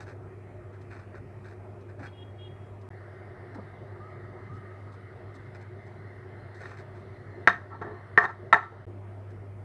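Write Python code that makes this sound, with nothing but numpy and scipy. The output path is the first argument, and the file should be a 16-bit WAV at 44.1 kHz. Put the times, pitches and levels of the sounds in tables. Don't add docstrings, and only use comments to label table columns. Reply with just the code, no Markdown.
import sys
import numpy as np
from scipy import signal
from scipy.io import wavfile
from scipy.ndimage import uniform_filter1d, minimum_filter1d

SR = 44100
rng = np.random.default_rng(int(sys.argv[2]) if len(sys.argv) > 2 else 0)


def digitize_waveform(pressure):
    field = np.atleast_2d(pressure).T
    bounded = np.clip(field, -1, 1)
    quanta = np.round(bounded * 32767).astype(np.int16)
    wavfile.write(sys.argv[1], SR, quanta)


N = 425124

# (start [s], end [s])
PASSAGES = [(0, 2.8895), (2.904, 8.853), (8.866, 9.7)]
# (frequency [Hz], relative level [dB], t60 before damping, held to 0.3 at most [s])
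PAN_MODES = [(190, -29.5, 0.12), (404, -21, 0.073), (423, -20, 0.19), (711, -16.5, 0.36),
             (797, -22.5, 0.023), (912, -4.5, 0.089), (1074, -8.5, 0.13), (1180, -11, 0.036),
             (1124, -14, 0.21), (1329, -2, 0.13), (1500, -19.5, 0.037), (1634, -4.5, 0.11),
             (1750, -7, 0.16), (1822, -0.5, 0.14), (1863, -21.5, 0.079), (1940, -28.5, 0.075),
             (2310, -27, 0.057), (2570, -28.5, 0.064), (3190, -31.5, 0.21), (3724, -20.5, 0.1),
             (4220, -35.5, 0.17), (5160, -48.5, 0.029), (6070, -40.5, 0.21), (6360, -52.5, 0.059),
             (7550, -40.5, 0.12)]


def gain_of(db):
    return 10 ** (np.asarray(db) / 20)


def evened(x):
    return x / np.sqrt(np.mean(x ** 2) + 1e-20)


def add(mix, start_s, sound):
    part = mix[round(start_s * SR):][:len(sound)]
    part += sound[:len(part)]


def smooth_chance(count, size):
    return evened(signal.oaconvolve(rng.standard_normal(count), np.hanning(size), "same"))


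def noise(points, modes=(), patchy_db=0.):
    hz = np.fft.rfftfreq(4096, 1 / SR)
    frames = N // 1024 + 5
    real, imaginary, patches = rng.standard_normal((frames, 2049, 3)).T
    patches = uniform_filter1d(patches, size=40, axis=0)
    patches = evened(uniform_filter1d(patches, size=4, axis=1))
    point_hz, point_db = np.transpose(points)
    colour_db = np.interp(np.log(hz + 1), np.log(point_hz + 1), point_db)
    for mode_hz, width_hz, lift_db in modes:
        colour_db = colour_db + lift_db / (1 + (2 * (hz - mode_hz) / width_hz) ** 2)
    spectra = (real + 1j * imaginary) * gain_of(colour_db[:, None] + patchy_db * patches)
    return evened(signal.istft(spectra, nperseg=4096, noverlap=3072)[1][:N])


def tilted(x, tilt_db, hz):
    low = signal.sosfilt(signal.butter(2, hz, fs=SR, output="sos"), x)
    high = signal.sosfilt(signal.butter(2, hz, "high", fs=SR, output="sos"), x)
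    return low * gain_of(-tilt_db) - high * gain_of(tilt_db)


def tail(t60, start_s):
    taps = np.zeros(SR // 2)
    slots = np.arange(0, len(taps) - 20, 20)
    places = slots + rng.integers(0, 20, len(slots))
    taps[places] = rng.choice([-1., 1.], len(slots))
    t = np.arange(len(taps)) / SR
    taps *= gain_of(-60 * t / t60) * (t > start_s)
    return taps / np.linalg.norm(taps)


def ring(tilt_db, damping, place):
    t = np.arange(SR // 4) / SR
    hz, mode_db, t60 = np.transpose(PAN_MODES)[:, :, None]
    share = .7 + .6 * np.cos(np.pi * place * np.arange(len(PAN_MODES)))[:, None]
    damped_t60 = np.clip(t60, .01, .3) * np.clip(damping, .05, 2)
    level_db = mode_db + tilt_db * np.log2(hz / 1500) - 60 * t / damped_t60
    sound = -(share * gain_of(level_db) * np.sin(2 * np.pi * hz * t)).sum(axis=0)
    sound = sound * (1 - np.exp(-t / .0006))
    sound = np.convolve(sound, np.hanning(7))
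    return sound / abs(sound).max()


def strike_pan(crack):
    # (time [s], peak of the ring [dB], tilt [dB per octave in the ring, dB in the crack],
    # damping [factor on t60], place struck [0-1])
    blows = [(1.144, -43, -2, 0.2, .19), (1.445, -49, 11, .2, .3), (1.992, -52, -1, 0.34, .3),
             (3.548, -43, 6, 0.41, .05), (6.634, -38.5, 4, 0.68, .3), (6.656, -32.5, 3, 0.41, .3),
             (6.716, -38, 2, .3, .3), (7.4743, 1.5, .1, 0.22, .19), (7.4831, -6, -2, 0.088, .3),
             (7.493, -18, 4, 0.41, 0.12), (7.529, -29, 0, 0.5, 0.1), (7.815, -25, -7, 0.33, .08),
             (7.821, -32, 2, 0.82, 0.37), (8.176, -3, -2, .55, .15), (8.1842, -8, 3.5, .3, .155),
             (8.241, -22.5, 0, .6, .31), (8.5275, 0, -2, 0.3, .43), (8.532, -3.5, 3.5, 0.23, 0.42),
             (8.543, -5.5, -1.5, 0.5, .155)]
    out = np.zeros(N)
    t = np.arange(SR // 20) / SR
    for start_s, peak_db, tilt_db, damping, place in blows:
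        add(out, start_s, gain_of(peak_db) * ring(tilt_db, damping, place))
        burst = tilted(crack[round(start_s * SR):][:len(t)], tilt_db, 1700)
        crack_db = peak_db - 8.5 - 60 * t / 0.021
        add(out, start_s, gain_of(crack_db) * (1 - np.exp(-t / 0.00073)) * burst)
    return out


def chatter_pan(crack):
    # (start [s], swell time [s], level at full swell before the lean [dB], t60 [s],
    # treble lean [dB], place touched [0-1])
    spells = [(7.491, 0.0054, -29, 0.11, 1, .18), (7.529, .02, -46.5, 0.41, 2.5, .17),
              (7.7, 0.047, -50, 0.14, -10.5, 0.42), (7.821, 0.0065, -45, 0.73, -4, .3),
              (8.19, .066, -26, .05, -3, .31), (8.275, 0.025, -41, 0.13, 0, .05),
              (8.554, 0.0089, -23.5, .1, -6.5, 0.47), (8.6, 0.038, -45.5, 0.28, 2, .42)]
    swell_db = -8
    lead = SR // 10
    out = np.zeros(N)
    contacts = rng.standard_normal(N) * (rng.random(N) < 1200 / SR)
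    t = np.arange(SR // 2) / SR
    for start_s, swell_s, peak_db, t60, lean_db, place in spells:
        spell = slice(round(start_s * SR) - lead, round(start_s * SR) + len(t))
        response = signal.oaconvolve(contacts[spell], ring(-1.5, 0.57, place))
        rattle = evened(response[:len(t) + lead]) + 0.69 * crack[spell]
        rise_db = swell_db * (1 - t / swell_s)
        decay_db = -60 * (t - swell_s) / max(t60, .01)
        level_db = peak_db + np.where(t < swell_s, rise_db, decay_db)
        part = tilted(rattle[lead:], lean_db, 1000)
        add(out, start_s, gain_of(level_db) * np.minimum(t / .003, 1) * part)
    return out


def pan():
    # (frequency [Hz], relative density [dB per Hz])
    crack_colour = [(100, -24), (450, -10.5), (1200, 5), (2100, -9), (2750, -31.5), (3900, -24.5),
                    (7000, -35.5), (9000, -39), (11000, -62.5), (15000, -81.5)]
    crack = noise(crack_colour, [(hz, 0.0081 * hz, 11) for hz, db, t60 in PAN_MODES])
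    return strike_pan(crack) + chatter_pan(crack)


def rubs():
    # (start [s], length [s], body level [dB], treble level [dB])
    strokes = [(0, 0.045, -48.5, -61), (0.058, 0.078, -51, -67.5), (0.723, 0.053, -56.5, -77),
               (0.81, 0.021, -66, -68.5), (0.896, 0.11, -50.5, -69.5), (0.988, .07, -55, -76),
               (1.147, 0.045, -52, -70), (1.434, 0.11, -53, -69), (1.804, 0.027, -63, -74),
               (1.885, 0.035, -54.5, -74), (1.989, 0.039, -50, -69), (2.024, 0.065, -46, -64.5),
               (2.809, 0.027, -74, -74), (3.542, 0.024, -70, -65), (4.532, 0.053, -68, -71),
               (4.919, .04, -65, -70), (5.339, 0.034, -72, -65), (5.545, .03, -51, -67),
               (5.608, 0.024, -55, -66.5), (5.863, 0.026, -75, -73), (6.54, 0.058, -65, -68.5),
               (6.585, 0.18, -49, -65), (6.765, 0.062, -53, -65.5), (6.943, 0.08, -58, -75),
               (9.302, 0.022, -58, -71)]
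    # (frequency [Hz], relative density [dB per Hz])
    body_colour = [(200, -16), (600, 0), (1100, -9.5), (1550, 1), (1900, -9), (2450, -9.5), (2900, -27),
                   (4000, -60)]
    # (frequency [Hz], relative density [dB per Hz])
    treble_colour = [(2500, -31), (3400, -2.5), (4100, 1), (5200, -3), (6300, -7.5), (7000, -13.5),
                     (8000, -5.5), (9500, -20), (11000, -17), (14000, -44)]
    clumps = evened(gain_of(2.8 * smooth_chance(N, size=200)))
    body = noise(body_colour, [(hz, 0.036 * hz, 5) for hz, db, t60 in PAN_MODES]) * clumps
    treble = noise(treble_colour, [(hz, 0.019 * hz, 7) for hz, db, t60 in PAN_MODES]) * clumps
    out = np.zeros(N)
    for start_s, length_s, body_db, treble_db in strokes:
        u = np.arange(0, 1, 1 / (SR * max(length_s, .005)))
        stroke = slice(round(start_s * SR), round(start_s * SR) + len(u))
        shape = np.minimum(u / 0.17, 1) * np.sqrt(1 - u ** 2)
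        grain = gain_of(body_db) * body[stroke] + gain_of(treble_db) * treble[stroke]
        add(out, start_s, shape * grain)
    return out


def bumps():
    # (time [s], level before onset and decay [dB], pitch [Hz])
    thuds = [(1.999, -36, 277), (3.55, -36, 284), (3.58, -35.5, 203), (3.629, -42, 151), (3.73, -40.5, 136),
             (7.475, -30, 190), (7.84, -32.5, 353), (7.865, -33, 414), (7.906, -36, 423),
             (8.528, -27.5, 401), (8.719, -40, 454), (8.881, -48, 125)]
    t60 = 0.16
    out = np.zeros(N)
    t = np.arange(SR // 4) / SR
    dull = signal.butter(4, [90, 900], "band", fs=SR, output="sos")
    puffs = signal.sosfilt(dull, rng.standard_normal((len(thuds), len(t))))
    for (start_s, level_db, hz), puff in zip(thuds, puffs):
        shape = gain_of(level_db - 60 * t / t60) * (1 - np.exp(-t / 0.0058))
        add(out, start_s, shape * (np.sin(2 * np.pi * hz * t) + 0.57 * evened(puff)))
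    return out


def horn():
    # (start [s], length [s], level at full swell before the harmonic levels [dB])
    toots = [(2.058, 0.038, -62.5), (2.116, 0.13, -57), (2.372, 0.117, -53)]
    # (harmonic number, relative level [dB])
    harmonics = [(7, -6.5), (8, 1), (9, -15), (10, -27)]
    pitch_hz, swell_db = 410, -13
    echo_db, echo_t60 = -11, 1
    push, out = np.zeros(N), np.zeros(N)
    for start_s, length_s, peak_db in toots:
        u = np.arange(0, 1, 1 / (SR * length_s))
        add(push, start_s, gain_of(peak_db + swell_db * (1 - u)) * signal.windows.tukey(len(u), .3))
    turns = np.cumsum(pitch_hz * (1 + .003 * smooth_chance(N, size=700))) / SR
    for number, tone_db in harmonics:
        flutter_db = 3 * smooth_chance(N, size=1000)
        level = np.sqrt(2) * push * gain_of(tone_db + flutter_db)
        out += level * np.sin(2 * np.pi * number * turns)
    return out + gain_of(echo_db) * signal.fftconvolve(out, tail(t60=echo_t60, start_s=.02))[:N]


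def bird():
    # (start [s], length [s], level before the fade [dB])
    calls = [(3.994, 0.13, -48), (4.49, 0.12, -48), (4.65, 0.12, -54)]
    low_hz, high_hz, rise_s, fade_db = 1183, 1285, 0.072, -10
    out = np.zeros(N)
    for start_s, length_s, level_db in calls:
        t = np.arange(0, length_s, 1 / SR)
        glide = np.sin(np.pi / 2 * np.minimum(t / rise_s, 1)) ** 2
        hz = low_hz + (high_hz - low_hz) * glide
        level = gain_of(level_db + fade_db * (t / length_s) ** 2) * signal.windows.tukey(len(t), .2)
        add(out, start_s, level * np.sin(2 * np.pi * np.cumsum(hz) / SR))
    return out + gain_of(-1.5) * signal.fftconvolve(out, tail(t60=1.7, start_s=.02))[:N]


def fuzzy_chirps():
    # (start [s], level before onset and decay [dB])
    chirps = [(4.09, -80), (5.25, -82), (5.8, -84), (5.96, -74), (6.36, -73), (6.93, -76), (7.13, -75),
              (7.3, -75.5), (7.738, -77), (7.9, -74.5)]
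    start_hz, rise_hz, lowpass_hz = 4100, 148, 60
    rise_s, t60 = 0.13, .9
    out = np.zeros(N)
    t = np.arange(SR // 2) / SR
    turns = np.cumsum(start_hz + rise_hz * (1 - np.exp(-t / rise_s))) / SR
    lowpass = signal.butter(2, lowpass_hz, fs=SR, output="sos")
    fuzz = signal.sosfilt(lowpass, rng.standard_normal((len(chirps), 2, len(t))))
    for (start_s, level_db), (a, b) in zip(chirps, fuzz):
        narrow = evened(a * np.cos(2 * np.pi * turns) + b * np.sin(2 * np.pi * turns))
        add(out, start_s, gain_of(level_db - 60 * t / t60) * np.minimum(t / 0.016, 1) * narrow)
    return out


def appliance():
    # (hum [dB], fan noise [dB])
    levels = [(-46.5, -48), (-47, -47), (-42.5, -48.5)]
    # (frequency [Hz], relative density [dB per Hz])
    air_colours = [
        [(20, -88), (60, -82.5), (95, -73.5), (165, -81), (320, -83.5), (700, -86), (1000, -90), (2500, -99.5),
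         (2750, -108), (3600, -114), (7000, -120), (9400, -119), (10200, -124), (14000, -134), (15200, -150)],
        [(20, -85.5), (70, -85.5), (100, -70.5), (170, -80), (320, -83), (700, -83.5), (1000, -87.5),
         (2100, -88.5), (2400, -104), (4400, -109), (6800, -121), (9400, -119), (10200, -123), (14000, -134),
         (15200, -150)],
        [(20, -87), (70, -85), (100, -83.5), (170, -78), (320, -82.5), (700, -84.5), (1000, -90.5), (2100, -97),
         (2700, -106), (4000, -115), (7000, -121), (9400, -118), (10200, -123), (14000, -134), (15200, -150)],
    ]
    # (frequency [Hz], width [Hz], lift [dB])
    cabinet = [(49.7, 15, 10.5), (127.5, 35.7, 8), (269, 8.6, 7.5), (361.2, 32.8, 13), (396, 54, 8),
               (465, 30, 4.5), (609.6, 24, 8.5), (695, 53, 5.5), (720, 33, -0.5), (1250, 130, 3.5),
               (1863, 100, 5), (2054, 24, 7), (3020, 67, 3.5)]
    # (frequency [Hz], mean level [dB])
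    motor = [(90.2, -60.5), (201.5, -64.5), (9001, -92.5)]
    hum_hz = 99.95
    t = np.arange(N) / SR
    tones, out = np.zeros(N), np.zeros(N)
    for hz, tone_db in motor:
        level = gain_of(tone_db + 0.83 * smooth_chance(N, size=9000))
        tones += level * np.sqrt(2) * np.sin(2 * np.pi * hz * t)
    waver = smooth_chance(N, size=12000)
    for (start_s, end_s), (hum_db, air_db), colour in zip(PASSAGES, levels, air_colours):
        phase = rng.random()
        hum = np.sqrt(2) * gain_of(hum_db + 0.32 * waver) * np.sin(2 * np.pi * (hum_hz * t + phase))
        air = gain_of(air_db) * noise(colour, cabinet, patchy_db=1.84)
        out += ((t >= start_s) & (t < end_s)) * (hum + tones + air)
    return out


def scene():
    near = pan() + rubs() + bumps()
    room = gain_of(-12) * signal.fftconvolve(near, tail(t60=0.24, start_s=0.0028))[:N]
    background = horn() + bird() + fuzzy_chirps() + appliance()
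    return (near + room + background)[None]


def record(dry):
    t = np.arange(N) / SR
    dry = signal.sosfilt(signal.butter(2, 38, "high", fs=SR, output="sos"), dry)
    power_db = 10 * np.log10(abs(uniform_filter1d(dry[0] ** 2, size=400)) + 1e-12)
    wet = dry * 0
    for start_s, end_s in PASSAGES:
        inside = (t >= start_s) & (t < end_s)
        fall_db = 4.7 * t[inside]
        held_db = np.maximum.accumulate(power_db[inside] + fall_db) - fall_db
        over_db = np.maximum(held_db + 13.5, 0)
        cut_db = signal.lfilter([.002], [1, .002 - 1], .45 * over_db)
        fade = np.clip((t[inside] - start_s) / 0.00067, 0, 1)
        wet[:, inside] = dry[:, inside] * fade / gain_of(cut_db)
    headroom = minimum_filter1d(np.minimum(.98 / (abs(wet) + 1e-9), 1), size=121)
    wet = wet * uniform_filter1d(uniform_filter1d(headroom, size=61), size=61)
    band_limit = signal.firwin(255, 15200, window=("kaiser", 9), fs=SR)
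    return signal.oaconvolve(wet, band_limit[None], "same")


dry = scene()
out = record(dry)
digitize_waveform(out)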